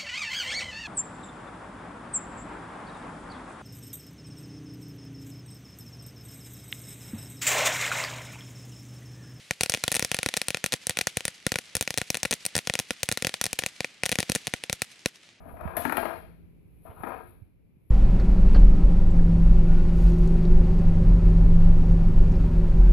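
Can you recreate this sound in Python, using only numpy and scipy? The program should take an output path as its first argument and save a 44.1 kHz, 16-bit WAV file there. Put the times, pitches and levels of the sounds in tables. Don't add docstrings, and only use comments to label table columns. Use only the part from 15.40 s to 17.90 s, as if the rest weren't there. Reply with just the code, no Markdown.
import sys
import numpy as np
from scipy import signal
from scipy.fft import rfft, irfft
from scipy.io import wavfile

SR = 44100
rng = np.random.default_rng(int(sys.argv[2]) if len(sys.argv) > 2 else 0)


def unload_audio(sound):
    columns = np.transpose(np.atleast_2d(sound))
    steps = np.round(np.clip(columns, -1, 1) * 32767)
    wavfile.write(sys.argv[1], SR, steps.astype(np.int16))


N = 110250

# time in seconds, rub fader in dB, scratch fader in dB.
SLIDE_FADERS = [(0, -53, -67), (.05, -51, -69.5), (.09, -44, -61.5), (.13, -58.5, -61), (.19, -41.5, -65.5),
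                (.26, -39, -58), (.35, -38.5, -62.5), (.405, -34, -34), (.45, -44, -60), (.60, -33, -45),
                (.67, -32, -53), (.73, -34.5, -61), (.78, -57, -54.5), (.86, -73, -86.5), (1.0, -94, -82),
                (1.2, -84.5, -84), (1.27, -83, -80), (1.42, -87.5, -71), (1.46, -45.5, -57.5),
                (1.53, -53, -66), (1.62, -46.5, -56.5), (1.67, -30.5, -53.5), (1.73, -35.5, -59.5),
                (1.80, -46, -63.5), (1.85, -62, -63.5), (1.89, -76.5, -59), (1.97, -91, -75.5),
                (2.1, -95, -97.5), (2.38, -96, -87.5), (2.5, -91, -73.5)]
# time in seconds, send in dB.
PANEL_SEND = [(.1, -3), (.3, -8), (.7, -9.5), (1.5, -15), (1.7, -7.5)]
# frequency in Hz, gain in dB.
RUB_EQ = [(100, -1.5), (300, 3), (480, 2), (750, 2.5), (1100, -1.5), (1700, -9.5), (2500, -8),
          (4300, -22.5), (6000, -29.5), (16000, -21)]
SCRATCH_EQ = [(1000, -26), (2400, -16), (4000, -18.5), (5500, -41), (8300, -45), (10000, -10.5),
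              (11300, 4.5), (12300, -5.5), (14500, -18), (16000, -35)]
# pitch in Hz, relative level in dB, time to fall 60 dB in seconds.
SHELL_MODES = [(355.8, -4, 0.074), (436.3, -11.5, 0.074), (759.5, 1, 0.03), (892, -2, 0.082),
               (974, -13.5, 0.18), (1008, -0.5, 0.017), (1206, -1.5, 0.02), (1281, -3, 0.031),
               (1500, -8, .025), (1610, -2.5, 0.087), (1965, -5, 0.012), (2323, -5.5, 0.039)]
PANEL_MODES = [(648.7, 0, 0.057), (718, -4, 0.071), (708, -6, 0.057)]
AIR_MODES = [(243.2, 0.0086, 0.3), (292, 0, 0.16)]
# frequency in Hz, gain in dB.
HOUSE_EQ = [(20, -15.5), (50, -1.5), (90, -0.5), (170, -5), (300, -8.5), (450, -15.5), (650, -27),
            (1100, -36), (1800, -38), (2350, -27.5), (3100, -42), (6000, -55.5), (9000, -56.5),
            (11300, -43), (15000, -53.5)]
HOUSE_RIGHT_EQ = [(40, 7), (100, 3.5), (250, -6.5), (500, -3.5), (1000, 2.5), (2350, -4.5), (4000, 2),
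                  (12000, 5)]
# time in seconds, level in dB.
HOUSE_FADER = [(0, -51), (.85, -54), (1.3, -56), (1.8, -53), (2.15, -60.5), (2.5, -60)]
HUM_FADER = [(0, -56), (.85, -52), (1.3, -55.5), (1.5, -60.5), (2.5, -67)]
# start in seconds, shell gain in dB, contact brightness as a cutoff in Hz,
# panel gain in dB, inside air gain in dB, tick gain in dB.
KNOCK_CUES = [(.056, -37, 910, -22.5, -23.5, -52.5), (.141, -40, 883, -20.5, -32.5, -47),
              (.170, -29.5, 1830, -21, -30.5, -38.5), (.210, -22, 1380, -13, -31.5, -24),
              (.276, -18.5, 2043, -17, -36, -32.5), (.3676, -12, 3800, -14.5, -19, 4.5),
              (.3715, -15, 2820, -2, -23.5, -6), (.3803, -19.5, 3500, -17, -34, -2),
              (.4518, 0.5, 1540, -22, -2.5, -7), (.4955, -5, 1910, -35, -26, -12),
              (.5230, -1, 1726, -20, -13, -3), (.5695, -4, 3710, -10.5, -27, 1),
              (.5800, -2, 1395, -3, -18.5, -12.5), (.6285, -4, 1090, -10.5, -75, -27),
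              (.6545, -9, 2160, -4, -27, -13), (.708, -23, 1500, -14, -34.5, -23),
              (1.453, -40.5, 1104, -21.5, -29, -40), (1.6342, -5.5, 1130, -23.5, -22, -24),
              (1.647, -16, 1300, -43.5, -43, -41), (1.6868, -24.5, 1100, -18, -24, -22)]
# frequency in Hz, gain in dB.
CRACK_EQ = [(60, -33.5), (120, -11.5), (200, -3), (330, -3.5), (500, -5), (800, 0), (1300, 4), (2200, 0),
            (3200, -10.5), (4800, -18), (7000, -52.5), (16000, -38)]
TICK_EQ = [(1000, -26.5), (2400, -12.5), (3300, -19), (5000, -23.5), (7500, -26.5), (9700, -10.5),
           (11300, 4), (12300, -1.5), (14500, -13.5), (16000, -24)]
# start in seconds, pitch in Hz, time to fall 60 dB in seconds,
# left gain in dB, right gain in dB.
THUMP_CUES = [(0.133, 77, 0.043, -73, -28), (0.22, 82, 0.13, -69, -35), (0.2535, 169, 0.022, -58, -14),
              (.256, 78, .15, -81, -28), (.385, 83, .09, -66, -34.5), (0.457, 85, 0.11, -69, -35),
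              (0.571, 81.7, .12, -47, -40), (1.039, 91, 0.071, -66.5, -46), (1.494, 94, 0.059, -64, -33),
              (1.604, 119.6, 0.042, -45.5, -31), (2.019, 95, 0.052, -55, -31.5),
              (2.369, 150.5, 0.028, -41, -40)]
# frequency in Hz, gain in dB.
CRUNCH_EQ = [(300, -28), (1000, -2), (2200, -3.5), (3300, -9.5), (5000, -21), (8000, -17), (16000, -22.5)]
TAP_EQ = [(100, -3), (700, 11), (1400, -11.5), (3000, -13), (6000, -49), (16000, -54)]
# frequency in Hz, time to fall 60 dB in seconds.
REVERB_DECAY = [(150, 0.44), (500, 0.53), (1200, 0.35), (3000, 0.72), (12000, .56)]
# frequency in Hz, gain in dB.
REVERB_EQ = [(100, -2.5), (300, 0), (700, -2), (1500, -1.5), (3000, -2.5), (4500, 4.5), (7500, 0.5),
             (12000, -5)]
MUFFLED_EQ = [(100, -10), (200, -13), (300, -18), (500, -34), (650, -18), (850, -16), (1100, -18),
              (2200, -23), (4500, -10.5), (7000, -17.5), (11300, -19.5), (15000, -17)]

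SHELL_DB, PANEL_DB, AIR_DB, CRACK_DB, TICK_DB = -22, -14.5, -23, 6.5, -4.5
CATCHES_PER_S, SCRATCHES_PER_S, GRAIN_SPREAD_DB, RUB_DB = 600, 4200, 3.5, -1.5
CRACK_T60_S, TICK_T60_S, SNAP_DECAY_S, SNAP_DB = 0.044, .04, .0005, -1.5
FLICK_DB, FLICK_LOW_CUT_HZ, SLAP_DELAY_S, SLAP_DB = -8, 450, 0.0034, -12.5
PANEL_DETUNE = 0.015
HUM_HZ, HUM_WAVER_HZ = 169.4, 8.3
REVERB_DB, PREDELAY_S, REVERB_BUILD_S = -2.5, 0.0034, 0.0077
RIGHT_DIRECT_DB, RIGHT_SLIDE_DB = -7.5, 4.5


def undb(db):
    return 10 ** (np.asarray(db) / 20)


def unit_rms(x):
    return x / np.sqrt(np.mean(x ** 2))


def unit_energy(x):
    return x / np.linalg.norm(x)


def seconds(length):
    return np.arange(int(length * SR)) / SR


def over_hz(points, hz):
    freqs, values = np.array(points).T
    return np.interp(np.log(hz + 1e-9), np.log(freqs), values)


def fader(table, column=1):
    rows = np.array(table)
    return undb(np.interp(np.arange(N) / SR, rows[:, 0], rows[:, column]))


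def ring(x, response):
    return signal.oaconvolve(x, response)[:len(x)]


def eq(x, points, size=2048):
    gain = undb(over_hz(points, np.arange(size // 2 + 1) * SR / size))
    cepstrum = irfft(np.log(gain))
    cepstrum[1:size // 2] *= 2
    cepstrum[size // 2 + 1:] = 0
    return ring(x, irfft(np.exp(rfft(cepstrum))))


def soften(x, hz):
    return signal.sosfilt(signal.butter(2, min(hz, SR / 2 - 1), fs=SR, output="sos"), x)


def fade(t, t60):
    return np.exp(-np.log(1000) * t / t60)


def modes(table, pitch=1):
    t = seconds(.5)
    return sum(undb(db) * np.sin(2 * np.pi * hz * pitch * t) * fade(t, t60) * (-1) ** k
               for k, (hz, db, t60) in enumerate(table))


def burst(envelope, points):
    return unit_energy(eq(rng.choice([-1., 1.], len(envelope)) * envelope, points))


def grains(per_s):
    clicks = (rng.random(N) < per_s / SR) * rng.choice([-1, 1], N)
    return clicks * undb(GRAIN_SPREAD_DB * rng.standard_normal(N))


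def add(out, start, sound):
    i = int(start * SR)
    out[..., i:i + sound.shape[-1]] += sound[..., :N - i]


def shell_ring():
    crack = burst(fade(seconds(.5), CRACK_T60_S), CRACK_EQ)
    return undb(SHELL_DB) * modes(SHELL_MODES) + undb(CRACK_DB) * crack


def slide():
    shell = eq(shell_ring(), RUB_EQ)
    panel = undb(PANEL_DB) * modes(PANEL_MODES)
    catches = unit_rms(grains(CATCHES_PER_S)) * fader(SLIDE_FADERS) / np.linalg.norm(shell)
    rub = ring(catches, shell) + ring(catches * fader(PANEL_SEND), panel)
    scratch = unit_rms(eq(grains(SCRATCHES_PER_S), SCRATCH_EQ))
    return undb(RUB_DB) * rub + scratch * fader(SLIDE_FADERS, column=2)


def house_tone():
    left, right = (unit_rms(eq(rng.standard_normal(N), HOUSE_EQ)) * fader(HOUSE_FADER) for _ in range(2))
    waver = unit_rms(soften(rng.standard_normal(N), HUM_WAVER_HZ))
    phase = 2 * np.pi * HUM_HZ * np.arange(N) / SR + 0.2 * waver
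    hum = np.sin(phase) * (1 + 0.33 * waver) * fader(HUM_FADER)
    return np.array([left + hum, eq(right, HOUSE_RIGHT_EQ)])


def knocks():
    out, t = np.zeros(N), seconds(.5)
    air = undb(AIR_DB) * modes(AIR_MODES)
    low_cut = signal.butter(1, FLICK_LOW_CUT_HZ, "high", fs=SR, output="sos")
    click = eq(signal.unit_impulse(len(t)), CRACK_EQ)
    flick = undb(FLICK_DB) * unit_energy(signal.sosfilt(low_cut, click))
    tick_envelope = fade(t, TICK_T60_S) + undb(SNAP_DB) * np.exp(-t / SNAP_DECAY_S)
    for start, shell_db, cutoff_hz, panel_db, air_db, tick_db in KNOCK_CUES:
        shell = undb(shell_db) * soften(shell_ring() + flick, cutoff_hz)
        panel_pitch = 1 + PANEL_DETUNE * rng.standard_normal()
        panel = undb(PANEL_DB + panel_db) * modes(PANEL_MODES, panel_pitch)
        slap = soften(burst(fade(t, CRACK_T60_S / 2), CRACK_EQ), cutoff_hz)
        tick = undb(TICK_DB + tick_db) * burst(tick_envelope, TICK_EQ)
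        add(out, start, shell + panel + undb(air_db) * air + tick)
        add(out, start + SLAP_DELAY_S, undb(shell_db + CRACK_DB + SLAP_DB) * slap)
    return out


def thumps(attack_s=0.0041):
    out, t = np.zeros((2, N)), seconds(.5)
    for start, hz, t60, left_db, right_db in THUMP_CUES:
        bump = 2 * np.sin(2 * np.pi * hz * t) * fade(t, t60) * (1 - np.exp(-t / attack_s))
        add(out, start, undb([[left_db], [right_db]]) * bump)
    return out


def crunch(start_s=0.42, length_s=.07, gain_db=-41.5, snaps_per_s=900):
    progress = (np.arange(N) / SR - start_s) / length_s
    envelope = (progress > 0) * np.sqrt(np.clip(1 - progress, 0, 1))
    snaps = unit_rms(eq(grains(snaps_per_s), CRUNCH_EQ))
    return undb(gain_db) * snaps * envelope


def tap(start_s=1.4995, left_db=-51.5, right_db=-48, t60_s=0.38):
    out, t = np.zeros((2, N)), seconds(.5)
    puff = unit_rms(eq(rng.standard_normal(len(t)), TAP_EQ)) * fade(t, t60_s)
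    add(out, start_s, undb([[left_db], [right_db]]) * puff)
    return out


def room_reverb(x):
    t = seconds(1)
    spectrum = rfft(rng.standard_normal(len(t)))
    hz = np.arange(len(spectrum)) * SR / len(t)
    octaves_hz = 125 * 2. ** np.arange(8)
    tail = np.zeros(len(t))
    for centre_hz, solo in zip(octaves_hz, np.eye(len(octaves_hz))):
        band_gain = over_hz(list(zip(octaves_hz, solo)), hz)
        tail += irfft(spectrum * band_gain, len(t)) * fade(t, over_hz(REVERB_DECAY, centre_hz))
    tail *= np.clip((t - PREDELAY_S) / REVERB_BUILD_S, 0, 1)
    return ring(x, undb(REVERB_DB) * eq(unit_energy(tail), REVERB_EQ))


def scene():
    hits, sliding = knocks() + crunch(), slide()
    near = hits + sliding
    far = hits + undb(RIGHT_SLIDE_DB) * sliding
    left = near + room_reverb(near)
    right = eq(undb(RIGHT_DIRECT_DB) * far + room_reverb(far), MUFFLED_EQ)
    return np.array([left, right]) + thumps() + tap() + house_tone()


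def record(dry):
    return signal.sosfilt(signal.ellip(10, .2, 70, 14700, fs=SR, output="sos"), dry)


dry = scene()
out = record(dry)
unload_audio(out)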